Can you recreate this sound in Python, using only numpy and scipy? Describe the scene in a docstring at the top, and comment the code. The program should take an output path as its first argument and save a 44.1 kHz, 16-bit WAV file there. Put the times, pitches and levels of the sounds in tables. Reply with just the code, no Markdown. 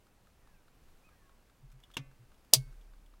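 """A caulking gun in a parked van: the trigger creaks and knocks, then half a second later the rod
snaps through its catch plate with a loud metallic click. The cabin booms and the panels tremble;
behind lie quiet air, faint ticking and far birds. Metal is shaped noise plus decaying sine modes,
the cabin fading noise; booms, panels and birds are enveloped sines, ticks and air shaped noise."""
import sys
import numpy as np
from scipy import signal
from scipy.fft import rfft, irfft
from scipy.io import wavfile
from scipy.ndimage import uniform_filter1d

SR = 44100
rng = np.random.default_rng(int(sys.argv[2]) if len(sys.argv) > 2 else 0)


def inscribe(sig):
    """Save sig as 16-bit PCM at rate SR to the path in sys.argv[1].

    A 1-D sig is mono; a 2-D sig holds one channel per row.
    Samples are clipped to [-1, 1] before scaling.
    """
    pcm = np.round(np.clip(np.atleast_2d(sig).T, -1, 1) * 32767)
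    wavfile.write(sys.argv[1], SR, pcm.astype(np.int16))


N = 141120  # 3.2 s

# spectrum of the trigger knock, also of the rod's slip: f/Hz, relative level/dB
KNOCK_COLOUR = [(60, -7.5), (250, 1.5), (600, -5), (950, -2.5), (1900, -3), (2700, 1.5), (3600, 1.5),
                (4200, -8), (5800, -4), (8000, -13.5), (12000, -17), (16000, -26)]
CRACK_RISE_S = .0005


def amp(db):
    """Decibels to gain."""
    return 10 ** (np.asarray(db) / 20)


def unit(x):
    """Scale to rms 1."""
    return x / np.sqrt(np.mean(x ** 2) + 1e-20)


def read(points, hz):
    """Interpolate a table on a log-frequency axis."""
    f, value = np.transpose(points)
    return np.interp(np.log(hz + 1), np.log(f + 1), value)


def add(mix, start_s, sound):
    """Mix a sound in at start_s, cut at the end of the mix."""
    part = mix[:, round(start_s * SR):][:, :sound.shape[-1]]
    part += sound[..., :part.shape[1]]


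def clock():
    """Time axis of one event, in seconds."""
    return np.arange(N) / SR


def sine(cycles):
    """Sine of a phase in cycles."""
    return np.sin(2 * np.pi * cycles)


def noise(colour):
    """Gaussian noise of rms 1, filtered to the given spectrum."""
    gain = amp(read(colour, np.fft.rfftfreq(N, 1 / SR)))
    return unit(irfft(rfft(rng.standard_normal(N)) * gain, N))


def diffuse(colour):
    """Nearly mono noise: common mid plus a weak independent side."""
    side_to_mid_db = -19.5
    mid = noise(colour)
    side = amp(side_to_mid_db) * noise(colour)
    return mid + side * np.array([[1], [-1]])


def ring(modes):
    """Modes set off by one blow: random-phase sines, each decaying exponentially."""
    t = clock()
    total = np.zeros(N)
    for hz, db, t60_s in modes:
        total += amp(db - 60 * t / t60_s) * sine(hz * t + rng.random())
    return np.minimum(t / CRACK_RISE_S, 1) * total


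def crack(colour, hold_s, t60_s):
    """Brief chatter of metal on metal: noise with attack, hold and exponential release."""
    t = clock()
    release = amp(-60 * np.maximum(t - hold_s, 0) / t60_s)
    return noise(colour) * np.minimum(t / CRACK_RISE_S, 1) * release


def cabin(colour):
    """Dense reflections in the small lined cabin: the treble dies first, a faint tail lingers."""
    # decay of the reflections: f/Hz, t60/s
    cabin_decay = [(100, .14), (500, .1), (1500, .085), (4000, .07), (8000, .062), (16000, .055)]
    rise_s, late_db, late_t60_s = .002, -39.5, .3
    hz, at_s, bins = signal.stft(diffuse(colour), SR, nperseg=128)
    early = amp(-60 * at_s / read(cabin_decay, hz)[:, None])
    late = amp(late_db - 60 * at_s / late_t60_s)
    faded = signal.istft(bins * (early + late), SR, nperseg=128)[1][:, :N]
    return faded * np.minimum(clock() / rise_s, 1)


def catch_snap():
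    """The plunger jolts the cartridge, the rod slips, then it snaps and the steel frame rings."""
    # catch snap: t/s, crack level/dB, cabin level/dB
    snap_event = (2.5354, -6, -13.5)
    # snap spectrum: f/Hz, relative level/dB
    snap_colour = [(60, -16), (400, -16.5), (1000, -15), (1700, -20.5), (2400, -12), (3400, -3),
                   (4100, -2.5), (4800, 1.5), (5600, 1), (8000, -2.5), (10200, 1), (11500, -8),
                   (14300, -3.5), (16000, -14)]
    # steel frame modes: f/Hz, level/dB, t60/s
    frame_modes = [(424, -53.5, .32), (631, -49.5, .22), (1553, -67.5, .8), (2203, -55.5, .45),
                   (3582, -27.5, .05), (4064, -29.5, .06), (4538, -62.5, .5), (4675, -21, .07),
                   (4850, -17.5, .06), (6057, -24.5, .075), (7097, -26.5, .045), (7808, -28, .055),
                   (10360, -22.5, .04), (14330, -29, .045)]
    # cartridge modes: f/Hz, level/dB, t60/s
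    cartridge_modes = [(180, -40.5, .07), (310, -36.5, .06), (530, -27.5, .045), (640, -23, .055)]
    jolt_s, jolt_rise_s, slip_db = 2.5313, .003, -38.5
    hold_s, t60_s = .0014, .011
    out = np.zeros((2, N))
    snap_s, crack_db, cabin_db = snap_event
    jolt = ring(cartridge_modes) * np.minimum(clock() / jolt_rise_s, 1)
    slip = amp(slip_db) * crack(KNOCK_COLOUR, snap_s - jolt_s, t60_s)  # held until the snap
    add(out, jolt_s, jolt + slip)
    click = amp(crack_db) * crack(snap_colour, hold_s, t60_s)
    reflections = amp(cabin_db) * cabin(snap_colour)
    add(out, snap_s, click + reflections + ring(frame_modes))
    return out


def trigger_knock():
    """The trigger knocks open: a noise crack, its cabin reflections and the spring's modes."""
    # trigger knock: t/s, crack level/dB, cabin level/dB
    knock_event = (1.9683, -32, -36)
    # spring modes: f/Hz, level/dB, t60/s
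    spring_modes = [(268, -45, .2), (556, -64.5, .5), (923, -39.5, .05), (1136, -67, .5), (1525, -71, .6),
                    (1753, -67.5, .45), (2067, -66.5, .55), (2231, -71, .6), (2472, -60.5, .35),
                    (2686, -67, .6), (2796, -35, .045), (3528, -40, .045)]
    hold_s, t60_s = .002, .02
    out = np.zeros((2, N))
    knock_s, crack_db, cabin_db = knock_event
    knock = amp(crack_db) * crack(KNOCK_COLOUR, hold_s, t60_s)
    reflections = amp(cabin_db) * cabin(KNOCK_COLOUR)
    add(out, knock_s, knock + reflections + ring(spring_modes))
    return out


def linkage_creaks():
    """Small creaks of the linkage: noise clicks, each exciting the same few modes."""
    # creaks: t/s, click level/dB, ring gain/dB
    creak_events = [(1.7165, -63.5, -90), (1.723, -65, -85), (1.8015, -66, -75), (1.8315, -76, -64),
                    (1.8365, -61.5, -51), (1.914, -62, -64), (1.938, -62, -53), (1.942, -56, -52),
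                    (1.953, -67, -57), (2.343, -70, -67), (2.447, -66.5, -74), (2.812, -74, -64.5),
                    (3.061, -67.5, -64.5)]
    # click spectrum: f/Hz, relative level/dB
    creak_colour = [(200, -10), (1500, 1), (3500, -4), (7000, -3), (11000, -8.5), (16000, -9)]
    # linkage modes: f/Hz, level before ring gain/dB, t60/s
    linkage_modes = [(2950, -8, .06), (3300, -5.5, .06), (3560, -5, .045)]
    t60_s = .035
    out = np.zeros((2, N))
    for start_s, click_db, ring_db in creak_events:
        click = amp(click_db) * crack(creak_colour, 0, t60_s)
        add(out, start_s, click + amp(ring_db) * ring(linkage_modes))
    return out


def cabin_booms():
    """Pushes on the floor swell the cabin's air resonance: low sines that rise and die away."""
    # booms: t/s, f/Hz, peak level/dB, time to peak/s
    boom_events = [(1.615, 133, -51, .03), (1.71, 130, -54, .045), (1.975, 136, -39.5, .028),
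                   (2.02, 134, -56.5, .06), (2.17, 120, -54, .045), (2.541, 131, -30, .042),
                   (2.645, 130, -51, .036)]
    shape = 5  # exponent: higher is narrower
    out, t = np.zeros((2, N)), clock()
    for start_s, hz, db, swell_s in boom_events:
        envelope = (t / swell_s * np.exp(1 - t / swell_s)) ** shape
        add(out, start_s, amp(db) * envelope * sine(hz * t))
    return out


def panel_trembles():
    """The same pushes set the panels trembling: very low sines with exponential decay."""
    # trembles: t/s, f/Hz, level/dB, t60/s
    tremble_events = [(1.63, 36, -48, 1.0), (1.97, 35, -53.5, .7), (2.55, 35, -44, 3.2)]
    rise_s = .05
    out, t = np.zeros((2, N)), clock()
    for start_s, hz, db, t60_s in tremble_events:
        envelope = amp(db - 60 * t / t60_s) * np.minimum(t / rise_s, 1)
        add(out, start_s, envelope * sine(hz * t))
    return out


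def ticking():
    """Faint dry ticks, about five a second: short decaying noise."""
    # ticks: t/s
    tick_times = [.0675, .2705, .474, .6805, .8835, 1.0895, 1.294, 1.498, 1.701, 1.902, 2.113, 2.318, 2.726,
                  2.936, 3.138]
    # tick spectrum: f/Hz, relative level/dB
    tick_colour = [(300, -20), (900, -9), (1250, 3), (1550, -4.5), (2100, -20), (4000, -13), (5500, -24),
                   (8000, -22), (16000, -33)]
    tick_db, t60_s = -61.5, .03
    out = np.zeros((2, N))
    for start_s in tick_times:
        add(out, start_s, amp(tick_db) * crack(tick_colour, 0, t60_s))
    return out


def birds():
    """Thin, mostly falling whistles from outside: gliding sines with a random waver in pitch."""
    # whistles: t/s, length/s, start f/Hz, end f/Hz, mid-whistle offset/Hz, peak level/dB
    whistle_events = [(.39, .25, 2020, 1480, -70, -77), (.535, .055, 2750, 2250, 2, -75.5),
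                      (1.03, .07, 2330, 2330, 220, -68), (1.05, .1, 1270, 1200, -1, -74.5),
                      (1.1, .06, 1680, 1620, 0, -74.5), (1.14, .16, 1920, 1560, 28, -76),
                      (1.2, .17, 1110, 1085, 0.5, -73)]
    waver_rms, waver_window_s = .012, .004  # waver as a fraction of pitch
    out = np.zeros((2, N))
    for start_s, length_s, start_hz, end_hz, arch_hz, db in whistle_events:
        u = np.minimum(clock() / length_s, 1)
        waver = unit(uniform_filter1d(rng.standard_normal(N), round(waver_window_s * SR)))
        glide_hz = start_hz + (end_hz - start_hz) * u + arch_hz * np.sin(np.pi * u)
        hz = glide_hz * (1 + waver_rms * waver)
        envelope = np.sqrt(4 * u * (1 - u))
        add(out, start_s, amp(db) * envelope * sine(np.cumsum(hz) / SR))
    return out


def air():
    """Quiet outdoor rumble and hiss: shaped noise, its level drifting with summed slow sines."""
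    # air spectrum: f/Hz, relative density/dB
    air_colour = [(8.8, -27.5), (15, 4.5), (27, -7.5), (53, -9), (70, -14), (226, -20.5), (269, -22.5),
                  (610, -26.5), (1090, -29), (2140, -34.5), (2470, -34), (3220, -37.5), (16000, -44.5)]
    air_db, drift_rms_db = -63, .75
    t = clock()
    drift = np.zeros(N)
    for hz in np.geomspace(.5, 12, 20):
        drift += sine(hz * t + rng.random()) / np.sqrt(hz)
    return amp(air_db + drift_rms_db * unit(drift)) * diffuse(air_colour)


def scene():
    """Everything heard in the van."""
    gun = catch_snap() + trigger_knock() + linkage_creaks()
    van = cabin_booms() + panel_trembles()
    return gun + van + ticking() + birds() + air()


def record(dry):
    """Clip at full scale, then low-pass with a linear-phase FIR."""
    edge_hz = 15950
    held = np.clip(dry, -1, 1)
    taps = signal.firwin(511, edge_hz, window=("kaiser", 9), fs=SR)
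    return signal.oaconvolve(held, taps[None], "same")


dry = scene()
out = record(dry)
inscribe(out)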